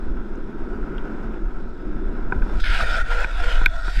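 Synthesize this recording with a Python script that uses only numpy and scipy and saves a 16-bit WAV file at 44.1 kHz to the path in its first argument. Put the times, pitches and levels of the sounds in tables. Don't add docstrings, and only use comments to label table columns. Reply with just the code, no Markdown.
import sys
import numpy as np
from scipy import signal
from scipy.fft import rfft, irfft, next_fast_len
from scipy.io import wavfile
from scipy.ndimage import uniform_filter1d, map_coordinates

SR = 44100
rng = np.random.default_rng(int(sys.argv[2]) if len(sys.argv) > 2 else 0)


def output_pcm(signal):
    pcm = np.clip(np.atleast_2d(signal).T, -1, 1) * 32767
    wavfile.write(sys.argv[1], SR, np.round(pcm).astype(np.int16))


N = 176400

# time_s, level_db
WIND_LEVELS = [(0, -26.5), (0.12, -16.5), (0.25, -26.5), (0.6, -26), (0.78, -26.5), (1.15, -26.5),
               (1.9, -22.5), (2.5, -17), (3.0, -17), (3.3, -18), (3.62, -15.5), (3.73, -19.5), (4, -20.5)]
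# peak_s, level_db
WIND_THUMPS = [(0.085, -32), (2.43, -16.5), (2.555, -17.5), (2.829, -11.5), (2.938, -17), (3.021, -23),
               (3.99, -12)]
# freq_hz, density_db
BUFFET_SPECTRUM = [(20, -3.5), (36, -4.5), (50, -19), (80, -28), (120, -40.5), (300, -46.5), (4000, -120)]
THUMP_SPECTRUM = [(30, 4.5), (75, -17.5), (200, -27), (1500, -71.5)]

# start_s, pitch_hz, level_db
GRIT_SNAPS = [(0.356, 6300, -57), (0.982, 3000, -36)]
# time_s, hum_db, grit_db
ROLL_LEVELS = [(0, -36, -44), (0.3, -36, -44.5), (0.48, -35, -44.5), (1.06, -32, -39.5), (1.25, -34.5, -42),
               (1.75, -39, -47.5), (1.87, -33, -44.5), (2.56, -33, -38.5), (2.62, -43, -63),
               (4.0, -57.5, -79)]
# freq_hz, density_db
HUM_SPECTRUM = [(40, -12), (110, -12), (225, 2), (265, -3.5), (315, 0.5), (380, -1), (450, -9.5),
                (800, -45.5), (2000, -120)]
GRIT_SPECTRUM = [(200, -40), (500, 2.5), (860, -1.5), (960, 1.5), (1180, -7), (1300, 4.5), (1500, 3),
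                 (1750, -9), (2750, -18.5), (4400, -35), (5250, -27.5), (5800, -35), (11500, -48),
                 (13300, -42.5), (15300, -53)]

# start_s, low_ring_db, high_ring_db, thud_db
CLACK_HITS = [(2.3225, -7.5, -20.5, -21), (2.421, -16.5, -29, -45), (3.2438, -10.5, -11.5, -33),
              (3.612, -34, -34, -28.5), (3.6599, 0, 4, -29), (3.88, -17, -29, -32.5)]
# freq_hz, level_db, t60_s
LOW_MODES = [(1418, -8, 0.022), (1500, 2.5, 0.021)]
HIGH_MODES = [(2200, 3.5, 0.0087), (2428, 1.5, 0.014), (3600, -10.5, 0.0092)]
THUD_MODES = [(173, 10, 0.026), (339, 9.5, 0.026), (775, -6, 0.065), (982, 5.5, 0.036)]
# freq_hz, density_db
CRACK_SPECTRUM = [(500, -32), (2000, -1.5), (4000, 7.5), (6000, -17), (11500, -13.5), (13300, -9),
                  (15500, -20)]

# start_s, length_s, pitch_hz, level_db
WHEEL_GROANS = [(2.772, 0.1, 665, -37), (2.803, 0.02, 1407, -22), (3.064, 0.18, 485, -38),
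                (3.37, 0.079, 677, -36), (3.413, 0.12, 485, -38.5), (3.67, .17, 660, -41.5)]
# time_s, judder_db, scrape_db, rasp_db, hiss_db
SLIDE_LEVELS = [(2.3, -81, -102, -78, -67), (2.596, -47.5, -43, -50, -53), (2.603, -55, -34, -38, -41),
                (2.628, -55, -50, -70, -57), (2.637, -44.5, -34.5, -30.5, -53.5),
                (2.82, -34.5, -26.5, -29, -37.5), (2.85, -38, -30, -36, -43), (2.93, -36, -28, -33, -40),
                (3.015, -36.5, -24.5, -35.5, -42.5), (3.035, -48, -36, -46, -53),
                (3.08, -40, -33, -37.5, -46.5), (3.14, -37, -29, -34.5, -42.5),
                (3.243, -36.5, -32.5, -36.5, -44), (3.256, -45, -41, -45.5, -52.5),
                (3.52, -36.5, -31.5, -34, -40.5), (3.65, -39.5, -33, -47, -47.5),
                (3.685, -54, -42, -53, -54.5), (3.88, -45.5, -33, -46, -44), (3.99, -48.5, -54, -35.5, -42)]
# start_s, length_s, level_db
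AXLE_BITES = [(2.599, 0.235, -41.5), (2.64, 0.19, -41)]
# peak_s, half_width_s, level_db
LEAN_SURGES = [(2.745, 0.065, -34), (3.505, 0.07, -39)]
# freq_hz, density_db
JUDDER_SPECTRUM = [(100, -27), (420, -11), (490, 0.5), (570, -4.5), (665, 2.5), (850, -8.5), (940, -2.5),
                   (1130, -11), (3000, -120)]
SCRAPE_SPECTRUM = [(1050, -51), (1280, -5), (1410, 4.5), (1550, -4.5), (1760, -19), (1860, -5), (2400, -56),
                   (5000, -120)]
RASP_SPECTRUM = [(900, -61), (1500, 3.5), (1900, -4.5), (2450, 0), (2800, -7.5), (3100, -7), (3600, -29),
                 (8000, -81.5)]
HISS_SPECTRUM = [(1500, -36), (3000, -12), (3450, 4), (4300, -7), (5300, -5.5), (5700, -12), (8300, -16),
                 (12000, -28.5), (13600, -32), (15300, -40)]
BITE_SPECTRUM = [(1200, -29), (2300, -2), (2800, -13), (3450, 7), (5250, -2.5), (5800, -14), (6400, -12),
                 (7300, -25), (9600, -14), (10500, -28), (14000, -32)]
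SURGE_SPECTRUM = [(1200, -37), (2300, -9), (2950, 7), (3500, -4), (4300, -15), (7000, -32), (7950, -13.5),
                  (9000, -39)]


def amp(db):
    return 10 ** (np.asarray(db) / 20)


def unit_rms(x):
    return x / np.sqrt(np.mean(x ** 2) + 1e-20)


def curves(rows):
    time_s, *columns = np.transpose(rows)
    return [np.interp(np.arange(N) / SR, time_s, column) for column in columns]


def wobble(rate_hz):
    knots = rng.standard_normal(N // 8)
    return map_coordinates(knots, [np.arange(N) * rate_hz / SR + 4], mode="wrap")


def filtered(x, response):
    size = next_fast_len(N + SR // 2)
    return irfft(rfft(x, size) * response(np.fft.rfftfreq(size, 1 / SR)), size)[:N]


def coloured(x, spectrum):
    freq_hz, density_db = np.transpose(spectrum)
    response = lambda hz: amp(np.interp(np.log(hz + 1), np.log(freq_hz + 1), density_db))
    return unit_rms(filtered(x, response))


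def noise(spectrum):
    return coloured(rng.standard_normal(N), spectrum)


def stones(rate_hz, spread_db, friction):
    hits = (rng.random(N) < rate_hz / SR) * rng.choice([-1, 1], N)
    sizes = amp(spread_db * rng.standard_normal(N))
    return unit_rms(unit_rms(hits * sizes) + friction * rng.standard_normal(N))


def patchy(x, depth_db):
    bins = signal.stft(x, nperseg=1024)[2]
    patches = uniform_filter1d(rng.standard_normal(bins.shape), size=5, axis=0)
    patches = uniform_filter1d(patches, size=9, axis=1)
    return signal.istft(bins * amp(depth_db * unit_rms(patches)), nperseg=1024)[1][:N]


def wind(split_hz=45, thump_half_width_s=0.02):
    t = np.arange(N) / SR
    level_db, = curves(WIND_LEVELS)
    buffet = noise(BUFFET_SPECTRUM)
    slow = filtered(buffet, lambda hz: 1 / (1 + (hz / split_hz) ** 4))
    lumps = (buffet - slow) * amp(5.0 * wobble(26.65))
    thump_gain = sum(amp(db) * np.exp(-((t - peak_s) / thump_half_width_s) ** 2)
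                     for peak_s, db in WIND_THUMPS)
    return amp(level_db) * (slow + lumps) + thump_gain * noise(THUMP_SPECTRUM)


def grit_snaps(t60_s=0.018, half_width_oct=0.3):
    out, t = np.zeros(N + SR), np.arange(SR // 10) / SR
    for start_s, pitch_hz, db in GRIT_SNAPS:
        band = lambda hz: np.exp(-(np.log2((hz + 1) / pitch_hz) / half_width_oct) ** 2)
        burst = unit_rms(filtered(rng.standard_normal(N), band))[SR:SR + len(t)]
        out[round(start_s * SR):][:len(t)] += amp(db - 60 * t / t60_s) * burst
    return out[:N]


def rolling(axle_lag_s=0.052, lag_drift=0.046, rear_gain=0.58):
    hum_db, grit_db = curves(ROLL_LEVELS)
    front = stones(rate_hz=900, spread_db=2.5, friction=0.72)
    lag_samples = axle_lag_s * (1 + lag_drift * wobble(2.2)) * SR
    rear = np.interp(np.arange(N) - lag_samples, np.arange(N), front)
    hum = coloured(front + rear_gain * rear, HUM_SPECTRUM)
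    grit = coloured(stones(rate_hz=1800, spread_db=-0.5, friction=0.84), GRIT_SPECTRUM)
    return amp(hum_db) * hum + amp(grit_db + wobble(29.96)) * grit


def ring(modes, t, rise_s=0.002):
    swell = 1 - np.exp(-(t / rise_s) ** 2)
    return swell * sum(amp(db - 60 * t / t60_s) * np.sin(2 * np.pi * (hz * t + rng.random()))
                       for hz, db, t60_s in modes)


def clacks(crack_t60_s=0.0072):
    out, t = np.zeros(N + SR), np.arange(SR // 8) / SR
    for start_s, low_db, high_db, thud_db in CLACK_HITS:
        crack_db = -22 + 1.84 * high_db
        crack = amp(crack_db - 60 * t / crack_t60_s) * noise(CRACK_SPECTRUM)[SR:SR + len(t)]
        ringing = amp(low_db) * ring(LOW_MODES, t) + amp(high_db) * ring(HIGH_MODES, t)
        thud = amp(thud_db) * ring(THUD_MODES, t)
        out[round(start_s * SR):][:len(t)] += crack + ringing + thud
    return out[:N]


def groans(wander=0.01208, roughness=0.045):
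    out, t = np.zeros(N), np.arange(N) / SR
    for start_s, length_s, pitch_hz, db in WHEEL_GROANS:
        freq_hz = pitch_hz * (1 + wander * wobble(22) + roughness * wobble(250))
        tone = np.sqrt(2) * np.sin(2 * np.pi * np.cumsum(freq_hz) / SR)
        swell = np.sin(np.pi * np.clip((t - start_s) / length_s, 0, 1))
        out += amp(db + 1.8 * wobble(110)) * swell * tone
    return out


def coarse_rub(spectrum):
    road = stones(rate_hz=2200, spread_db=1.5, friction=0.79)
    return coloured(patchy(road, depth_db=2.93), spectrum)


def slide(bite_edge_s=0.0033):
    t = np.arange(N) / SR
    judder_db, scrape_db, rasp_db, hiss_db = curves(SLIDE_LEVELS)
    chatter_db = 0.98 * wobble(59) + 1.12 * wobble(260)
    bites = np.zeros(N)
    for start_s, length_s, db in AXLE_BITES:
        gate = np.clip(np.minimum(t - start_s, start_s + length_s - t) / bite_edge_s, 0, 1)
        bites += amp(db) * gate * coarse_rub(BITE_SPECTRUM)
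    fine_road = stones(rate_hz=7000, spread_db=1.0, friction=0.95)
    hiss = amp(hiss_db) * coloured(patchy(fine_road, depth_db=3.0), HISS_SPECTRUM)
    judder = amp(judder_db) * coarse_rub(JUDDER_SPECTRUM)
    scrape = amp(scrape_db) * noise(SCRAPE_SPECTRUM)
    rasp = amp(rasp_db) * coarse_rub(RASP_SPECTRUM)
    surge_gain = sum(amp(db) * np.exp(-((t - peak_s) / half_width_s) ** 2)
                     for peak_s, half_width_s, db in LEAN_SURGES)
    surges = surge_gain * coarse_rub(SURGE_SPECTRUM)
    return amp(chatter_db) * (bites + surges + judder + scrape + rasp + hiss)


def scene():
    return (wind() + rolling() + slide() + groans() + clacks() + grit_snaps())[None]


def record(dry):
    cutoff_hz = 15300
    return filtered(np.clip(dry[0], -1, 1), lambda hz: hz < cutoff_hz)[None]


dry = scene()
out = record(dry)
output_pcm(out)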